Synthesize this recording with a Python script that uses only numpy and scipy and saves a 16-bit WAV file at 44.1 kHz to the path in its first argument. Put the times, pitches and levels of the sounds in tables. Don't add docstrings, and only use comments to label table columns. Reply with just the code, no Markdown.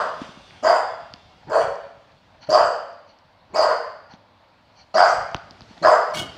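import sys
import numpy as np
from scipy import signal
from scipy.io import wavfile
from scipy.ndimage import uniform_filter1d

SR = 44100
rng = np.random.default_rng(int(sys.argv[2]) if len(sys.argv) > 2 else 0)


def voltage_ratio(level):
    return 10 ** (np.asarray(level, float) / 20)


def wav_out(sig):
    wavfile.write(sys.argv[1], SR, np.round(np.clip(np.atleast_2d(sig).T, -1, 1) * 32767).astype(np.int16))


N = 281308
LEAD = SR // 4

# f/Hz, width/Hz, level/dB
THROAT = [(618, 204, 13), (786, 370, -3), (503, 40, -27.5)]
# f/Hz, width/Hz, level/dB
MOUTH = [(1082, 233, 5), (1313, 342, -3), (1483, 336, -2), (1904, 336, -15)]
# f/Hz, width/Hz, level/dB
RASP = [(4690, 456, 9.5), (4380, 370, -2.5), (5200, 340, -15)]
# f/Hz, width/Hz, level/dB
NOSE = [(6220, 900, -1.5), (7650, 700, -2.5), (8600, 1000, -7.5), (11300, 1900, -24.5),
        (13500, 2500, -30.5), (3200, 620, 1.5), (2415, 320, 3)]


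def bark(timing, voice_settings, rasp_settings):
    start, rise, hold, peak_db, first_db = timing
    top_hz, mouth_db, nose_db, closing_db, fall_db = voice_settings
    rasp_db, rush_db, fade_db, first_hz, settled_hz = rasp_settings
    t = np.arange(0, .3, 1 / SR)

    sag_db, voiced_fall_s = -3.5, 0.083
    held = t - rise
    falling = held - hold
    under_db = first_db * (1 - t / rise).clip(0) + sag_db * (held / hold).clip(0, 1)
    under_db = under_db + fall_db * falling.clip(0, voiced_fall_s)
    slack = (-under_db / 11.0).clip(0, 1)

    throat_hz = top_hz * (1 - .12 * slack * np.where(t < rise, 1, .4))
    opening = throat_hz / THROAT[0][0]
    shut_db = -13.5 * np.exp(-t / 0.0077)
    mouth_db = mouth_db + 6.0 * slack + shut_db
    nose_db = nose_db + np.where(t < rise, 10.5, closing_db) * slack

    rush_s, glide_s, settle_s, overshoot_hz = 0.027, .033, 0.07, 250
    rush = (t / rush_s) * np.exp(1 - t / rush_s)
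    rasp_db = rasp_db + rush_db * rush + fade_db * t + shut_db
    glide_hz = settled_hz + overshoot_hz * (first_hz < settled_hz)
    rasp_hz = np.interp(t, [0, glide_s, settle_s], [first_hz, glide_hz, settled_hz])

    wobble, strength, air = rng.standard_normal((3, SR // 3))[:, :len(t)]
    slaps_per_s = 103 * (1 + .25 * evened(uniform_filter1d(wobble, 400))).clip(.3, 3)
    turns = np.cumsum(slaps_per_s) / SR
    slaps = np.diff(np.floor(turns), prepend=0) * voltage_ratio(1.5 * strength)
    puffs = np.exp(-(turns % 1) / 0.38)
    rough = .35 + (.7 - .35) * slack
    drive = (1 - rough) * evened(slaps) + rough * evened((0.09 + puffs) * air)

    voice = tract(drive, THROAT, opening, wander=0.027)
    voice = voice + voltage_ratio(mouth_db) * tract(drive, MOUTH, opening ** 0.83, flicker_db=3.5, wander=0.042)

    stream = (.6 + puffs) * air
    teeth = tract(stream, RASP, rasp_hz / RASP[0][0], flicker_db=3.0, wander=.012)
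    nose_slide = .96 - .1 * np.exp(-t / .025)
    nose = tract(stream, NOSE, nose_slide, flicker_db=5.5, wander=0.031)
    sparkle = tract(stream, NOSE[3:5], opening ** .5, flicker_db=5.0, wander=.03)
    sparkle_db = nose_db + 6.5 * (1 - slack) - 26
    rasp = voltage_ratio(rasp_db) * teeth + voltage_ratio(nose_db) * nose + voltage_ratio(sparkle_db) * sparkle

    edges = t.clip(0, .006) / 0.0045 * np.exp(-(falling - voiced_fall_s).clip(0) / 0.035)
    return start, voltage_ratio(peak_db + under_db) * (voice + rasp) * edges


def grunt(s, db, hz):
    t = np.arange(6000) / SR
    cycles = np.sin(2 * np.pi * hz * t)
    cycles += 0.44 * np.sin(4 * np.pi * hz * t) + 0.25 * np.sin(6 * np.pi * hz * t)
    cycles *= (t / 0.019) * np.exp(1 - t / 0.0089)
    chest_hz, chest_width_hz, chest_db, chest_s = 358, 200, -9.0, .025
    chest = voltage_ratio(chest_db) * evened(resonate(rng.standard_normal(len(t)), chest_hz, chest_width_hz))
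    chest *= (t / chest_s) * np.exp(1 - t / chest_s)
    return s, voltage_ratio(db) * (cycles + chest)


def gulp(s, length, db, bright_db):
    air = rng.standard_normal(SR // 4)[:round(length * SR)]
    low = tract(air, THROAT + MOUTH, 1.31)
    high = tract(air, RASP + NOSE[:1] + NOSE[-2:], .94, flicker_db=2.0)
    return s, voltage_ratio(db) * np.hanning(len(air)) * soften(low + voltage_ratio(bright_db) * high, 7500)


def snort():
    # f/Hz, level/dB per Hz
    blast_colour = [(30, -15), (120, 6.5), (220, -10.5), (400, -8.5), (700, -4), (1500, -18), (3000, -5.5),
                    (6000, -11.5), (9000, -18), (12000, -44.5)]
    # f/Hz, level/dB per Hz
    fizz_colour = [(5000, -37), (8000, 2.5), (11000, 0), (14000, -7), (15700, -3)]
    # f/Hz, width/Hz, level/dB
    nostrils = [(2900, 100, -9.5), (3130, 100, -11), (2199, 42, -16), (1470, 42, -16), (4450, 60, -19.5),
                (3750, 95, -28), (3260, 68, -17), (300, 280, -9.5)]
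    # f/Hz, width/Hz, level/dB
    first_nostrils = [(4280, 300, -38), (5700, 350, -35), (2200, 280, -36)]
    snort_s, snort_db, attack_s, hold_s = 6.135, -31, .009, .05
    t = np.arange(N - round(snort_s * SR)) / SR
    after = (t - attack_s - hold_s).clip(0)
    blast_db = snort_db - 2.5 * (1 - t / hold_s).clip(0) - 240 * after
    blast = (t / attack_s).clip(0, 1) * voltage_ratio(blast_db)
    air = hiss(blast_colour, len(t), patchy_db=1.5)
    fizz = voltage_ratio(-13 - 100 * after) * hiss(fizz_colour, len(t), patchy_db=1.5)

    nose = np.zeros(len(t))
    for hz, width, db in nostrils:
        nose += voltage_ratio(db) * evened(resonate(air, hz * (1 + .012 * np.sin(hz + 40 * t)), width))
    nose *= (t > .022) * voltage_ratio(15 * t / 0.14)

    start = sum(voltage_ratio(db) * evened(resonate(air, hz, width)) for hz, width, db in first_nostrils)
    start = start * np.exp(-((t - .012) / 0.0067) ** 2)
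    flutter = voltage_ratio(2.2 * evened(uniform_filter1d(rng.standard_normal(len(t)), 150)))
    return snort_s, blast * (air + nose + fizz) * flutter + start


def claw(s, tick_db, tick_hz, knock_db):
    edge = np.zeros(3000)
    edge[4:7] = voltage_ratio(tick_db - 18.5) * np.array([1, -2, 1])
    return s, edge + struck(knock_db - 13.0, 1000, 900) + struck(tick_db + 10.0, tick_hz, 1300)


def paw(s, thud_db, thud_hz):
    return s, struck(thud_db + 5.0, thud_hz, 130)


def struck(db, hz, width):
    blow = np.zeros(3000)
    blow[:9] = np.hanning(9)
    ring = resonate(blow, hz, width)
    return voltage_ratio(db) * ring / abs(ring).max()


def tag(t):
    # f/Hz, level/dB
    slow_modes = [(2180, -67), (2740, -68), (2850, -72.5), (3120, -69.5), (3400, -65), (3280, -68.5),
                  (3612, -66.5), (4560, -70), (745, -62.5)]
    # f/Hz, level/dB
    early_modes = [(264, -62), (6024, -69.5), (8586, -75), (10277, -84)]
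    low = sum(voltage_ratio(db) * evened(resonate(rng.standard_normal(N), hz, 8.1)) for hz, db in slow_modes)
    high = sum(voltage_ratio(db) * np.sin(2 * np.pi * (hz * t + rng.random())) for hz, db in early_modes)
    return low * voltage_ratio(2.5 - 4 * t ** 2) + high * ((.72 - t) / 0.13).clip(0, 1)


def household(t):
    # f/Hz, level/dB per Hz
    hum_colour = [(60, -30.5), (130, -16.5), (250, -5), (400, -17.5), (600, -2), (750, -7), (900, -4),
                  (1200, -10.5), (2000, -16.5), (3400, -19.5), (4500, -19), (6000, -41.5), (9000, -50),
                  (15700, -56)]
    # f/Hz, width/Hz, level/dB
    drone_tone = (100, 25, -70)
    # peak t/s, level/dB, swell/dB per s, fade/dB per s
    shuffles = [
        (0, -41.5, 100, 48),
        (.22, -42, 301, 89),
        (.5, -52, 30, 10.5),
        (2.0, -64, 2.5, 3.5),
        (5.8, -54, 45, 5),
        (6.38, -48, 11, 30),
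    ]
    # f/Hz, level/dB per Hz
    shuffle_colour = [(60, -37.5), (200, -1.5), (500, -1.5), (1200, -6.5), (3000, -7.5), (5000, -10.5),
                      (8000, -26), (15000, -53)]
    # peak t/s, level/dB, swell/dB per s, fade/dB per s
    hand_shifts = [
        (0, -50.5, 30, 6.5),
        (1.6, -44, 80, 110),
        (2.2, -63, 6, 12),
        (2.65, -48, 91, 141),
        (3.6, -50.5, 90, 49),
        (4.8, -63.5, 9, 8.0),
        (5.17, -39.5, 149, 146),
        (5.3, -54, 49, 11),
        (5.87, -44, 220, 105),
        (6.38, -47.5, 55, 30),
    ]
    # f/Hz, level/dB per Hz
    grip_colour = [(20, -33.5), (40, -27), (65, 0.5), (110, -7), (170, -6), (300, -25.5), (600, -63)]
    hum = voltage_ratio(-56.5) * hiss(hum_colour, N, patchy_db=2.0)
    drone_hz, drone_width_hz, drone_db = drone_tone
    drone = voltage_ratio(drone_db) * evened(resonate(rng.standard_normal(N), drone_hz, drone_width_hz))
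    rustle = stirrings(t, shuffles) * hiss(shuffle_colour, N, patchy_db=1.5)
    grip = stirrings(t, hand_shifts) * hiss(grip_colour, N, patchy_db=3.0)
    return hum + drone + rustle + grip


def stirrings(t, rows):
    power = np.zeros(len(t))
    for s, db, swell_db, fade_db in rows:
        power += voltage_ratio(db - swell_db * (s - t).clip(0) - fade_db * (t - s).clip(0)) ** 2
    return np.sqrt(power)


def room(x):
    # f/Hz, t/s
    ring_times = [(120, 0.42), (330, 0.66), (870, 0.66), (2300, 0.84), (4800, 0.67), (7500, 0.51),
                  (12000, 0.42)]
    # t/s, level/dB
    echoes = [(.0031, -6), (.0074, -13.5), (.0113, -10.5), (.0168, -29.5), (.0225, -3.5)]
    taps = np.zeros(SR)
    at = np.arange(0, SR - 20, 20)
    taps[at + rng.integers(0, 20, len(at))] = rng.choice([-1., 1.], len(at))
    hz, t, z = signal.stft(taps, SR, nperseg=256)
    decay = voltage_ratio(-60 * t / read(ring_times, hz)[:, None])
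    tail = signal.istft(z * decay, SR, nperseg=256)[1]
    tail *= (np.arange(len(tail)) / (0.0081 * SR)).clip(0, 1)
    tail /= np.linalg.norm(tail)
    for k, (s, db) in enumerate(echoes):
        tail[round(s * SR)] += (-1) ** k * voltage_ratio(db)
    return signal.fftconvolve(x, tail)[:len(x)]


def tract(x, modes, factor=0.941, flicker_db=0., wander=0.):
    slow = uniform_filter1d(rng.standard_normal((2, len(modes), SR // 3)), 900, axis=2)
    flicker, drift = evened(slow)[..., :len(x)]
    total = np.zeros(len(x))
    for k, (hz, width, db) in enumerate(modes):
        ring = resonate(x, hz * factor * (1 + wander * drift[k]), width)
        total += (-1) ** k * voltage_ratio(db + flicker_db * flicker[k]) * ring
    return evened(total)


def resonate(x, hz, width):
    r = np.exp(-np.pi * width / SR)
    if np.ndim(hz) == 0:
        pole = [1, -r * np.exp(2j * np.pi * hz / SR)]
        return 2 * signal.lfilter([(1 - r) ** 2], np.convolve(pole, pole), x).real
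    turn = np.exp(2j * np.pi * np.cumsum(hz) / SR)
    smooth = signal.lfilter([(1 - r) ** 2], [1, -2 * r, r * r], x * turn.conj())
    return 2 * (turn * smooth).real


def hiss(colour, size, patchy_db):
    frames, hz = size // 256 + 5, np.fft.rfftfreq(1024, 1 / SR)
    a, b, patches = rng.standard_normal((frames, 513, 3)).T
    patches = evened(uniform_filter1d(uniform_filter1d(patches, 12, 0), 10, 1))
    z = (a + 1j * b) * voltage_ratio(read(colour, hz)[:, None] + patchy_db * patches)
    return evened(signal.istft(z, nperseg=1024, noverlap=768)[1][:size])


def soften(x, edge_hz):
    return signal.sosfilt(signal.butter(2, edge_hz, fs=SR, output="sos"), x)


def evened(x):
    return x / np.sqrt(np.mean(x ** 2) + 1e-20)


def read(points, hz):
    f, value = np.transpose(points)
    return np.interp(np.log(hz + 1), np.log(f + 1), value)


def add(mix, s, sound):
    part = mix[round(s * SR) + LEAD:][:len(sound)]
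    part += sound[:len(part)]


def scene():
    # start t/s, rise t/s, hold t/s, peak level/dB, first sound under the peak/dB
    barks = [
        (-.2, 0.061, 0.079, -15, -21),
        (.625, 0.058, 0.033, -9.5, -12.5),
        (1.492, .058, 0.048, -10.5, -13),
        (2.487, .062, 0.048, -8.5, -12.5),
        (3.535, .035, 0.076, -11.5, -20.5),
        (4.939, 0.04, 0.074, -9.5, -8.5),
        (5.822, .033, 0.068, -8, -11),
    ]
    # throat f/Hz, mouth level/dB, nose level/dB, extra nose in closing/dB, fall/dB per s
    voices = [(641, -3.5, -26.5, 7.5, -150), (668, -6.5, -27, 5.5, -200), (585, -9.5, -33, 16, -420),
              (627, -10, -27, 3.5, -160), (640, -7.5, -26, 2, -120), (697, -7, -27, 10, -150),
              (653, -6.5, -31, 2, -180)]
    # level/dB, extra in first rush/dB, fade/dB per s, first f/Hz, settled f/Hz
    rasps = [(-13, 6.5, -59, 4700, 4800), (-17, 1, -21, 5270, 4820), (-30, 7, 0.1, 5500, 4600),
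             (-17, 10, -62, 4370, 4740), (-13, 8.5, -49, 4360, 4720), (-17, 8, -40, 4300, 4740),
             (-19, 10.5, -93, 4210, 4730)]
    # t/s, level/dB, f/Hz
    grunts = [
        (0.624, -30, 239),
        (1.468, -34, 145.5),
        (2.482, -27, 149),
        (3.498, -44, 91),
        (3.528, -32.5, 201),
        (4.942, -28, 202),
        (5.812, -27.5, 170),
        (5.851, -29.5, 110),
    ]
    # t/s, length t/s, level/dB, brightness/dB
    gulps = [(.5, 0.12, -54, -21), (1.423, 0.03, -50.5, -21), (1.462, 0.052, -41.5, -21.5),
             (2.402, 0.069, -48.5, 2.5), (2.459, 0.033, -48, -3), (3.06, 0.088, -68.5, 10.5),
             (3.457, 0.25, -51, -11), (4.076, 0.1, -47, -6.5), (4.74, 0.12, -56, 4),
             (5.656, 0.12, -56.5, -1.5), (5.757, 0.039, -46.5, -26)]
    # t/s, tick level/dB, tick f/Hz, knock level/dB
    claws = [(.216, -54.5, 2600, -29), (0.508, -43, 2090, -40), (1.138, -33.5, 4770, -27),
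             (1.139, -38.5, 3120, -42.5), (1.161, -55, 2870, -40), (1.3, -63, 5190, -46),
             (1.757, -50, 5500, -50), (2.12, -59.5, 4200, -54), (2.93, -58, 5500, -41.5),
             (3.188, -55.5, 5170, -53), (4.137, -47.5, 3490, -39.5), (5.315, -51, 6000, -52),
             (5.346, -23, 2900, 1), (5.3461, -35.5, 5970, -7), (5.365, -38, 4500, -34),
             (5.509, -38.5, 4870, -32), (5.608, -42.5, 4830, -18.5), (5.619, -43.5, 4230, -44),
             (5.779, -47, 4000, -48), (6.11, -50, 5800, -45)]
    # t/s, thud level/dB, f/Hz
    paws = [(.216, -27.5, 255), (0.29, -41, 188), (0.372, -41, 197), (0.519, -49, 110), (1.138, -46, 266),
            (1.757, -54.5, 198), (4.137, -40.5, 199), (5.315, -56.5, 130), (5.346, -26.5, 129),
            (5.3462, -31.5, 340), (5.365, -49, 100), (5.509, -47.5, 253), (5.608, -47, 250),
            (5.619, -41.5, 115), (5.709, -41.5, 200), (5.779, -49, 250), (6.11, -50, 223)]
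    dog, near = np.zeros((2, N + LEAD))
    for timing, voice, rasp in zip(barks, voices, rasps):
        add(dog, *bark(timing, voice, rasp))
    for source, rows in [(grunt, grunts), (gulp, gulps), (claw, claws), (paw, paws)]:
        for row in rows:
            add(near, *source(*row))
    add(near, *snort())
    no_bass = signal.butter(4, 420, "highpass", fs=SR, output="sos")
    dog = soften(voltage_ratio(-7.5) * signal.sosfilt(no_bass, dog), 9500)
    wet = dog + near + room(dog + voltage_ratio(-19.0) * near)
    t = np.arange(N) / SR
    return (wet[LEAD:] + tag(t) + household(t))[None]


def band_limit(x):
    return signal.sosfilt(signal.butter(12, 15710, fs=SR, output="sos"), x)


def record(dry):
    # f/Hz, level/dB per Hz
    self_noise = [(20, -2.5), (45, -6), (200, -26.5), (5000, -43), (15700, -41.5)]
    band = [32, 15700]
    fade_in = (np.arange(N) / 120).clip(0, 1)
    sensed = dry + voltage_ratio(-75.5) * hiss(self_noise, N, patchy_db=-1.0)
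    limited = 1.324 * np.tanh(sensed * fade_in / 1.407)
    limited = signal.sosfilt(signal.butter(2, band[0], "highpass", fs=SR, output="sos"), limited)
    treble_limit = signal.firwin(1023, band[1], window=("kaiser", 9), fs=SR)
    limited = signal.oaconvolve(limited, treble_limit[None], "same")
    return band_limit(limited)


dry = scene()
out = record(dry)
wav_out(out)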